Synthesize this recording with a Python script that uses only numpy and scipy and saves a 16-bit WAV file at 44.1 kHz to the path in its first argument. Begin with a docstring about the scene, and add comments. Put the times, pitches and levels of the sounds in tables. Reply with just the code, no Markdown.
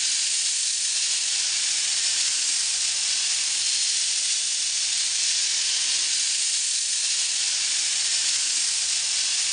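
"""Sanding wood on a lathe

A strip of abrasive is held against a wooden cylinder spinning on a lathe, in a small workshop.
Random grit noise makes the hiss; it pulses as high spots pass under the strip, 13 to 14 turns a second.
The hand changes the force and tone, and short narrow rings stand out of the hiss.
Underneath are a faint motor hum, a low rumble and a late shudder. A pass of about six seconds loops."""
import sys
import numpy as np
from scipy import signal
from scipy.fft import rfft, irfft, next_fast_len
from scipy.io import wavfile
from scipy.ndimage import uniform_filter1d, map_coordinates

SR = 44100
rng = np.random.default_rng(int(sys.argv[2]) if len(sys.argv) > 2 else 0)


def log_audio(samples):
    """Write samples as a 16-bit WAV file to the path given in sys.argv[1]."""
    # one column per channel
    frames = np.atleast_2d(samples).T
    # limit to full scale, then quantise
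    limited = np.clip(frames, -1, 1)
    pcm = np.round(limited * 32767).astype(np.int16)
    wavfile.write(sys.argv[1], SR, pcm)


N = 419832  # samples in the whole sound
PASS_S = 6.08  # length of one pass, s
TOP_HZ = 9630  # nothing is kept from this frequency up
FRAMES = dict(nperseg=2048, noverlap=1536)  # short overlapping slices, in samples


def amp(db):
    """Turn decibels into gain."""
    return 10 ** (np.asarray(db) / 20)


def unit(x):
    """Scale x to an rms of 1."""
    return x / np.sqrt(np.mean(x ** 2) + 1e-20)


def along(points, hz):
    """Join (f/Hz, value) points by straight lines on a log frequency axis."""
    f, v = np.transpose(points)
    return np.interp(np.log(hz + 1), np.log(f + 1), v)


def curves(rows, t):
    """Read each column after the time at the times t."""
    s, *cols = np.transpose(rows)
    return [np.interp(t, s, c) for c in cols]


def wobble(rate):
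    """Make a smooth random curve through `rate` random points a second."""
    points = rng.standard_normal(int(N * rate / SR) + 4)
    return map_coordinates(points, [np.arange(N) * rate / SR])


def bell(offset, width):
    """Make a smooth hump of height 1, `width` wide at half its height."""
    return np.exp(-np.log(2) * (2 * offset / width) ** 2)


def filtered(x, response):
    """Multiply the spectrum of x by a response to frequency."""
    m = next_fast_len(N + SR // 2)
    hz = np.fft.rfftfreq(m, 1 / SR)
    return irfft(rfft(x, m) * response(hz), m)[:N]


# The hand over one pass: t/s, force level/dB, body of the wood level/dB, keen edge of the strip level/dB
HAND_PASS = [(0.0, 0.8, -0.4, -1), (0.72, -1.1, -3, 2.5), (0.92, -1.0, -1.2, 0.9), (1.01, 1.1, -1.5, -1),
             (1.26, -0.8, 0.5, 0.6), (1.48, 0.6, 1.4, -1.5), (1.65, -0.5, 2, 0.8), (2.21, 0.6, 1.1, 0.8),
             (2.66, -1.54, 1, 2), (3.12, 0.4, 1.5, -1), (3.56, -0.7, 1.5, 0.5), (3.68, 0.9, -1.0, -1.1),
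             (4.56, -1.2, -1.8, 1), (4.91, 0.2, -0.5, -0.8), (5.13, -0.5, -0.3, -1),
             (5.25, 1.6, -2.2, -2.5), (5.55, 0.4, 0.4, -1.7), (6.08, 1.0, 0.1, -1.1)]


def hand(t):
    """Force of the hand, body of the wood and edge of the strip, in dB about their usual levels."""
    return curves(HAND_PASS, t)


# Balance of the bearing and belt rumble: f/Hz, relative level/dB per Hz
RUMBLE_SPECTRUM = [(20, -18), (42, -13.5), (58, -3), (78, 2), (92, -6), (112, 3.5), (135, -6.5),
                   (190, -8.5), (350, -2.5), (800, -25.5)]


def rumble(load_db):
    """Bearings and belt: low shaped noise that grows faster than the load."""
    noise = rng.standard_normal(N)
    steady = unit(filtered(noise, lambda hz: amp(along(RUMBLE_SPECTRUM, hz))))
    return amp(-62 + 1.3 * load_db) * steady


# Motor and drive tones: f/Hz, rms level/dB before load and wobble, unsteadiness/dB (also sways the phase)
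MOTOR_TONES = [(53.3, -79, 5), (69, -82, 3), (75.4, -80.5, 2), (150.3, -71.5, 0.8), (207, -74.5, 0),
               (252, -89.5, -0.5), (298, -75.5, 2.5)]


def motor_hum(t, load_db):
    """Motor and drive: wavering sine tones that grow with the load."""
    hum = 0
    for hz, db, unsteady_db in MOTOR_TONES:
        level = amp(db + unsteady_db * wobble(6.1))
        sway = .3 * unsteady_db * wobble(5)  # radians
        hum = hum + level * np.sin(2 * np.pi * hz * t + sway)
    return np.sqrt(2) * amp(.6 * load_db) * hum  # 0.6 dB more per dB of load


# Shudder of the frame while the spindle labours: t/s, rms level/dB
FRAME_SHUDDER = [(4.9, -95), (5.25, -74), (5.9, -68), (6.08, -76)]


def frame_shudder(t, turns):
    """The lathe's frame shakes as a sine wave, four swings per turn of the wood."""
    swings = np.sin(2 * np.pi * 4 * turns)
    return np.sqrt(2) * amp(curves(FRAME_SHUDDER, t)[0]) * swings


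def lathe(t, turns):
    """Hum and rumble follow the load, taken as force plus body; the shudder has its own level."""
    force_db, body_db, _ = hand(t)
    load_db = force_db + body_db
    return motor_hum(t, load_db) + frame_shudder(t, turns) + rumble(load_db)


# High spots of the wood: place in the turn (0-1), spread in turns, level/dB before random variation
WOOD_HIGH_SPOTS = [(.72, 0.082, 2), (0.39, 0.08, 1.45), (0.14, .07, 1.0)]


def contact_db(turns, uneven_db, fast_wobble_db, slow_wobble_db):
    """High spots press the strip once a turn, unevenly; slow and fast random level wobbles run throughout."""
    lift = 0
    for place, spread, db in WOOD_HIGH_SPOTS:
        offset = (turns - place + .5) % 1 - .5
        press = np.exp(-.5 * (offset / spread) ** 2)
        lift = lift + db * amp(uneven_db * wobble(8.3)) * press
    return lift - lift.mean() + fast_wobble_db * wobble(45) + slow_wobble_db * wobble(14)


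def grit(per_second, coarse_db):
    """Countless fine grains make a hiss; coarser ones tear fibres as a dense crackle of random clicks."""
    fine = rng.uniform(-0.96, 1, N) * np.sqrt(3)
    hits = rng.random(N) < per_second / SR
    tears = hits * rng.uniform(-1.01, 1, N)
    return unit(fine + amp(coarse_db) * unit(tears))


# Balance of the grit's scrape: f/Hz, relative level/dB per Hz
SCRAPE_SPECTRUM = [(150, -39.5), (440, -29), (750, -22), (1300, -20.5), (1550, -13), (2100, -10.5),
                   (2700, -4.5), (3700, -4), (4300, -0.74), (5900, -0.9), (6950, 0.1), (7450, -3.5),
                   (8300, -3.5), (9600, -5)]
# Resonances of wood and backing: f/Hz, width/Hz, lift level/dB
WOOD_RESONANCES = [(313, 24, 7), (567, 31, 5), (735, 38, 2.5), (965, 15, 2.5), (1033, 70, 1.5),
                   (1813, 99, 2.5), (2400, 74, -0.5), (2770, 100, 1), (3405, 100, 2.5), (4280, 120, 0.5),
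                   (5220, 280, 1.6), (5600, 130, 0.4), (6750, 110, 1.5), (8890, 180, 3.5)]


def scrape_colour(hz):
    """The scrape's broad tone, with the resonances of wood and backing added in dB."""
    resonance_db = sum(db * bell(hz - fc, width) for fc, width, db in WOOD_RESONANCES)
    return amp(along(SCRAPE_SPECTRUM, hz) + resonance_db)


# Brief rings of strip and wood as the grip shifts: t/s, f/Hz, lift level/dB
GRIP_RINGS = [(.08, 4800, 4.5), (.17, 310, 10), (1.7, 2290, 4), (2.05, 1820, 3), (2.08, 5370, 4),
              (2.43, 300, 12), (2.5, 7650, 5), (2.6, 5500, 6.5), (3.74, 3130, 7), (3.75, 4250, 5.5),
              (5.75, 3090, 8.5), (5.85, 1040, 5), (5.95, 750, 4), (5.98, 323, 14)]


def ringing_db(hz, when):
    """Each ring swells and fades in a narrow band; higher ones are wider."""
    lift = 0
    for s, fc, db in GRIP_RINGS:
        width = 160 * np.sqrt(fc / 3000)  # 160 Hz wide at 3000 Hz
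        lift = lift + db * np.outer(bell(hz - fc, width), bell(when - s, 0.31))  # 0.31 s long
    return lift


def shifting_db(shape, depth_db):
    """The contact patch wanders, so narrow bands of the hiss come and go."""
    field = rng.standard_normal(shape)
    for _ in range(2):
        field = uniform_filter1d(field, size=4, axis=0)  # blur across frequency
        field = uniform_filter1d(field, size=36, axis=1)  # blur across time
    return depth_db * unit(field)


# How much each pitch follows the hand: f/Hz, share (1 = fully)
BODY_SHARE = [(600, 0.89), (1200, 1.3), (2000, 0.69), (3300, 0.12), (4500, 0)]
EDGE_SHARE = [(5800, 0.02), (8000, 1)]
HISS_DB = -21.6  # rms level of the scrape before the hand, rings and shifting bands act


def sanding(turns):
    """Grit scrapes the turning wood; the hand sets its force and colour."""
    press_db = contact_db(turns, uneven_db=1.8, fast_wobble_db=0.44, slow_wobble_db=0.25)
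    pulsing_grit = grit(per_second=4000, coarse_db=-5.5) * amp(press_db)
    scrape = unit(filtered(pulsing_grit, scrape_colour))
    hz, when, z = signal.stft(scrape, SR, **FRAMES)
    force_db, body_db, edge_db = hand(when)
    # a well bedded strip drives the wood's low notes; a light touch leaves the keen top
    gain_db = force_db + np.outer(along(BODY_SHARE, hz), body_db)
    gain_db = gain_db + np.outer(along(EDGE_SHARE, hz), edge_db)
    gain_db = gain_db + ringing_db(hz, when) + shifting_db(z.shape, depth_db=1.16)
    hiss = signal.istft(z * amp(gain_db), SR, **FRAMES)[1][:N]
    return amp(HISS_DB) * hiss


# Spindle speed over one pass: t/s, turns per second
SPINDLE_SPEED = [(0.0, 13.726), (0.8, 13.805), (1.6, 14.11), (2.4, 13.959), (3.1, 14.293), (3.8, 14.34),
                 (4.5, 13.437), (4.9, 13.115), (5.4, 12.865), (5.9, 13.577), (6.08, 13.76)]


def scene():
    """Sanding and lathe, the same in both ears; the pass repeats until the time is filled."""
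    t = np.arange(N) / SR
    turns = np.cumsum(curves(SPINDLE_SPEED, t)[0]) / SR  # turns made so far
    sound = sanding(turns) + lathe(t, turns)
    one_pass = sound[:round(PASS_S * SR)]
    looped = np.resize(one_pass, N)
    return np.array([looped, looped])


def record(dry):
    """Cut off everything above the band limit sharply."""
    return np.array([filtered(channel, lambda hz: hz < TOP_HZ) for channel in dry])


dry = scene()
out = record(dry)
log_audio(out)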